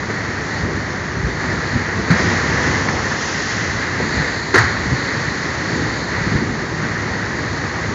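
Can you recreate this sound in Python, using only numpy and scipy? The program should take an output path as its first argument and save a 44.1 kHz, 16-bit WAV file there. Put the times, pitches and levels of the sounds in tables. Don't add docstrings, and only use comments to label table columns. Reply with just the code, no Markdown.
import sys
import numpy as np
from scipy import signal
from scipy.fft import rfft, irfft
from scipy.io import wavfile
from scipy.ndimage import uniform_filter1d

SR = 44100
rng = np.random.default_rng(int(sys.argv[2]) if len(sys.argv) > 2 else 0)


def bounce(signal):
    frames = np.transpose(np.atleast_2d(signal))
    limited = np.clip(frames, -1, 1)
    pcm = np.round(limited * 32767).astype(np.int16)
    wavfile.write(sys.argv[1], SR, pcm)


N = 350154
TIME = np.arange(N) / SR

# pitch in Hz, level reached at the end in dB.
HUM_TONES = [(105, -35), (157, -36.5)]
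# frequency in Hz, relative spectral density in dB.
RUMBLE_SPECTRUM = [(20, -25.5), (32, -13.5), (48, -12), (65, -2), (100, 0), (160, -2), (210, -3.5),
                   (350, -5), (480, -11.5), (700, -26), (1300, -39)]
ROAR_SPECTRUM = [(200, -18), (450, -1.5), (700, -3.5), (950, -1), (1250, -2), (1600, -9.5), (2000, -10),
                 (2600, -23), (4000, -48.5)]
WHITE_WATER_SPECTRUM = [(700, -38), (1200, -12), (1600, -3.5), (1880, 1), (2060, -3.5), (2300, -11.5),
                        (2700, -20.5), (3500, -24.5), (6000, -52.5)]
SPRAY_SPECTRUM = [(1800, -16), (2600, -1.5), (3100, -3), (3800, -3), (5400, 0.5), (6500, 1), (7200, -6),
                  (8000, -22.5)]
FOAM_SPECTRUM = [(3000, -26.5), (3600, -9.5), (4000, -4.5), (4300, -1), (4650, -4), (5000, -12),
                 (5700, -24.5), (6600, -8.5), (7100, -14.5), (8000, -7)]
CRACK_SPECTRUM = [(120, -21), (330, -7), (600, -10), (1000, -3), (1500, 2.5), (1950, 6.5), (2600, -17),
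                  (3400, -19), (4300, -9), (5300, -20), (6500, -14), (8000, -29)]
# start in seconds, length in seconds, surf strength in dB.
SURF_SURGES = [(.07, 0.54, -33), (1.36, 0.83, -27), (2.06, 0.72, -21), (2.91, 1.4, -26.5), (4.1, 0.12, -22),
               (4.552, 1.405, -27), (6.072, 0.29, -25.5), (6.745, 1.13, -31)]
# start in seconds, length in seconds, level in dB.
SPRAY_SHEETS = [(2.107, 0.11, -28), (2.42, 0.8, -32), (3.134, 0.46, -30.5), (4.748, 1.08, -40)]
FOAM_CARPETS = [(3.5, 1.86, -35), (5.546, 0.58, -34)]
# centre in seconds, Gaussian width in seconds, level in dB.
WIND_GUSTS = [(.66, 0.11, -23), (1.24, 0.081, -28), (1.49, 0.05, -22), (1.99, 0.048, -22), (2.22, .09, -22),
              (4.12, .13, -28.5), (5.8, 0.093, -21.5), (6.38, 0.16, -22), (7.1, 0.33, -27.5),
              (7.93, 0.066, -25)]
# start in seconds, relative peak level in dB, pitch in Hz.
WIND_EDDIES = [(0.63, -11, 120), (1.167, -13.5, 109), (1.232, -10, 65.6), (1.725, -15, 130),
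               (1.753, -7.5, 158), (2.243, -13, 149), (2.67, -11, 190), (4, -11.5, 400), (4.024, -13, 170),
               (4.166, -13.5, 88), (4.196, -11, 98), (4.854, -14, 109), (4.918, -7, 127), (5.274, -14, 97),
               (6.262, -11.5, 135), (6.317, -10.5, 200), (6.342, -7, 110), (6.418, -12, 223),
               (6.493, -14.5, 151)]
# start in seconds, thump level in dB, thump pitch in Hz,
# crack level in dB, decay time in seconds.
WAVE_IMPACTS = [(0.097, -19, 405, -19, 0.015), (2.101, -3.5, 138.8, -11.5, 0.023),
                (2.884, -21, 200, -14, 0.016), (3.113, -21, 200, -17.5, 0.023), (4.54, -7, 351, -4, 0.019),
                (4.556, -14, 410, -11.5, 0.018), (4.575, -15, 100, -12, 0.095),
                (6.823, -20.5, 200, -21, 0.023)]

# level in dB at usual surf, dB gained per dB of surf.
RUMBLE_LAW, ROAR_LAW, WATER_LAW = (-26, 0.15), (-28.5, 0.4), (-24.5, 0.75)
SPRAY_LAW, FOAM_LAW = (-37, 0.28), (-36, 0.7)
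USUAL_SURF_DB = -25


def undb(db):
    return 10 ** (np.asarray(db) / 20)


def unit(x):
    return x / np.sqrt(np.mean(x ** 2))


def power_sum(*gains):
    return np.sqrt(sum(g ** 2 for g in gains))


def colour(x, spectrum):
    hz, db = np.transpose(spectrum)
    log_f = np.log(np.arange(N // 2 + 1) * SR / N + 1)
    beyond = np.maximum(np.log(hz[0]) - log_f, 0) + np.maximum(log_f - np.log(hz[-1]), 0)
    gain = undb(np.interp(log_f, np.log(hz), db)) / (1 + beyond) ** 10
    return unit(irfft(rfft(x) * gain, N))


def wander(per_s):
    hold = max(int(SR / per_s), 2)
    steps = np.repeat(rng.standard_normal(N // hold + 1), hold)
    return unit(uniform_filter1d(uniform_filter1d(steps, hold), hold)[:N])


def grains(per_s, spread_db):
    chance, size = rng.random(N), rng.exponential(size=N)
    return (chance < per_s / SR) * rng.choice([-1, 1], N) * undb(spread_db * np.minimum(size, 5))


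def swell(start, length, rise_s, release_s):
    age = TIME - start
    return np.clip(age / rise_s, 0, 1) * np.exp(-np.maximum(age - length, 0) / release_s)


def add(out, start, sound):
    i = int(start * SR)
    out[i:i + len(sound)] += sound[:N - i]


def hum(waver_hz=3, waver_db=3.0, growth_db_per_s=0.76):
    out = 0
    for hz, db in HUM_TONES:
        phase = 2 * np.pi * np.cumsum(hz + waver_hz * wander(10)) / SR
        tone = unit(np.sin(phase) * undb(waver_db * wander(10)))
        out = out + tone * undb(db)
    return out * undb(growth_db_per_s * (TIME - TIME[-1]))


def rumble(flutter_db=0.77):
    return colour(rng.standard_normal(N), RUMBLE_SPECTRUM) * undb(flutter_db * wander(25))


def bubbles(low_hz, high_hz, per_s, spread_db, cycles, patchy_db, sizes):
    out = 0
    for hz in np.geomspace(low_hz, high_hz, sizes):
        age = np.arange(int(SR * cycles / hz)) / SR * hz / cycles
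        ring = np.sin(2 * np.pi * cycles * age * (1 + age / 10)) * np.exp(-np.log(1000) * age)
        cloud = unit(signal.oaconvolve(grains(per_s, spread_db), ring)[:N])
        out = out + np.sqrt(hz) * cloud * undb(patchy_db * wander(14))
    return unit(out)


def roar(churn_db=0.16, bubble_db=-3):
    near = bubbles(408, 1630, per_s=300, spread_db=2.9, cycles=9.6, patchy_db=0.5, sizes=14)
    blur = colour(rng.standard_normal(N), ROAR_SPECTRUM)
    rush = blur + undb(bubble_db) * colour(near, ROAR_SPECTRUM)
    return unit(rush) * undb(churn_db * wander(21))


def white_water(churn_db=0.5, bubble_db=-4):
    near = bubbles(1315, 2910, per_s=500, spread_db=2.5, cycles=13, patchy_db=0, sizes=8)
    blur = colour(rng.standard_normal(N), WHITE_WATER_SPECTRUM)
    rush = blur + undb(bubble_db) * colour(near, WHITE_WATER_SPECTRUM)
    return unit(rush) * undb(churn_db * wander(16))


def spray(drops_per_s=6000, flicker_db=0.47):
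    patter = unit(grains(drops_per_s, spread_db=2.4)) + rng.standard_normal(N)
    return colour(patter, SPRAY_SPECTRUM) * undb(flicker_db * wander(22))


def foam(pops_per_s=9000, seethe_db=1.2):
    fizz = unit(grains(pops_per_s, spread_db=1.4)) + rng.standard_normal(N)
    return colour(fizz, FOAM_SPECTRUM) * undb(seethe_db * wander(11))


def surf_strength(calm_db=-29.5):
    surges = [undb(db) * swell(start, length, rise_s=0.055, release_s=0.1)
              for start, length, db in SURF_SURGES]
    return 20 * np.log10(power_sum(undb(calm_db), *surges))


def follow(law, surf_db):
    db, slope = law
    return undb(db + slope * (surf_db - USUAL_SURF_DB))


def thump(hz, decay_s, spread, cutoff_ratio=2.82):
    t = TIME[:SR // 4]
    band = signal.butter(2, [hz / (1 + spread / 2), hz * (1 + spread / 2)], "band", fs=SR, output="sos")
    noise = signal.sosfilt(band, rng.standard_normal(2 * len(t)))
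    phase = np.angle(signal.hilbert(noise))
    rounding = signal.butter(3, cutoff_ratio * hz, fs=SR, output="sos")
    swings = signal.sosfilt(rounding, np.cos(phase))[-len(t):]
    envelope = (1 - np.exp(-t / (0.15 * decay_s))) * np.exp(-t / decay_s)
    return swings * envelope / envelope.max()


def wind_buffets(gain_db=-1):
    out = np.zeros(N)
    for start, db, hz in WIND_EDDIES:
        decay_s = 0.02 * (130 / hz) ** 0.54
        add(out, start, undb(db + gain_db) * thump(hz, decay_s, spread=1.42))
    return out


def wave_impacts(rise_s=0.0023):
    out, t = np.zeros(N), TIME[:SR // 4]
    crackle = colour(grains(per_s=9000, spread_db=1.0), CRACK_SPECTRUM)
    for start, thump_db, hz, crack_db, decay_s in WAVE_IMPACTS:
        envelope = (1 - np.exp(-t / rise_s)) * np.exp(-t / decay_s)
        crack = crackle[int(start * SR):][:len(t)] * envelope
        add(out, start, undb(thump_db) * thump(hz, decay_s, spread=0.55) + undb(crack_db) * crack)
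    return out


def scene(collapse_rumble_db=-23.5, collapse_roar_db=-28):
    surf_db = surf_strength()
    collapse = swell(start=2.06, length=0.92, rise_s=0.092, release_s=0.14)
    gusts = [undb(db) * np.exp(-((TIME - centre) / width) ** 2 / 2) for centre, width, db in WIND_GUSTS]
    sheets = [undb(db) * swell(start, length, rise_s=0.11, release_s=0.27)
              for start, length, db in SPRAY_SHEETS]
    carpets = [undb(db) * swell(start, length, rise_s=0.21, release_s=0.22)
               for start, length, db in FOAM_CARPETS]
    sea = (rumble() * power_sum(follow(RUMBLE_LAW, surf_db), undb(collapse_rumble_db) * collapse, *gusts)
           + roar() * power_sum(follow(ROAR_LAW, surf_db), undb(collapse_roar_db) * collapse)
           + white_water() * follow(WATER_LAW, surf_db)
           + spray() * power_sum(follow(SPRAY_LAW, surf_db), *sheets)
           + foam() * power_sum(follow(FOAM_LAW, surf_db), *carpets))
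    return (sea + wind_buffets() + wave_impacts() + hum())[None]


def record(dry, low_cut_hz=50, high_cut_hz=7150, sampling_hz=16000, leak_db=-29, ceiling=0.82):
    thin = signal.sosfilt(signal.butter(3, low_cut_hz, "high", fs=SR, output="sos"), dry)
    narrow = signal.sosfilt(signal.cheby1(12, 0.1, high_cut_hz, fs=SR, output="sos"), thin)
    mirror = 2 * narrow * np.cos(2 * np.pi * sampling_hz * TIME)
    leak = signal.sosfilt(signal.butter(4, [8300, 8950], "band", fs=SR, output="sos"), mirror)
    clipped = np.clip(narrow + undb(leak_db) * leak, -ceiling, ceiling)
    soft = signal.sosfilt(signal.butter(1, 11000, fs=SR, output="sos"), clipped)
    return signal.sosfilt(signal.ellip(8, 0.2, 70, 16000, fs=SR, output="sos"), soft)


dry = scene()
out = record(dry)
bounce(out)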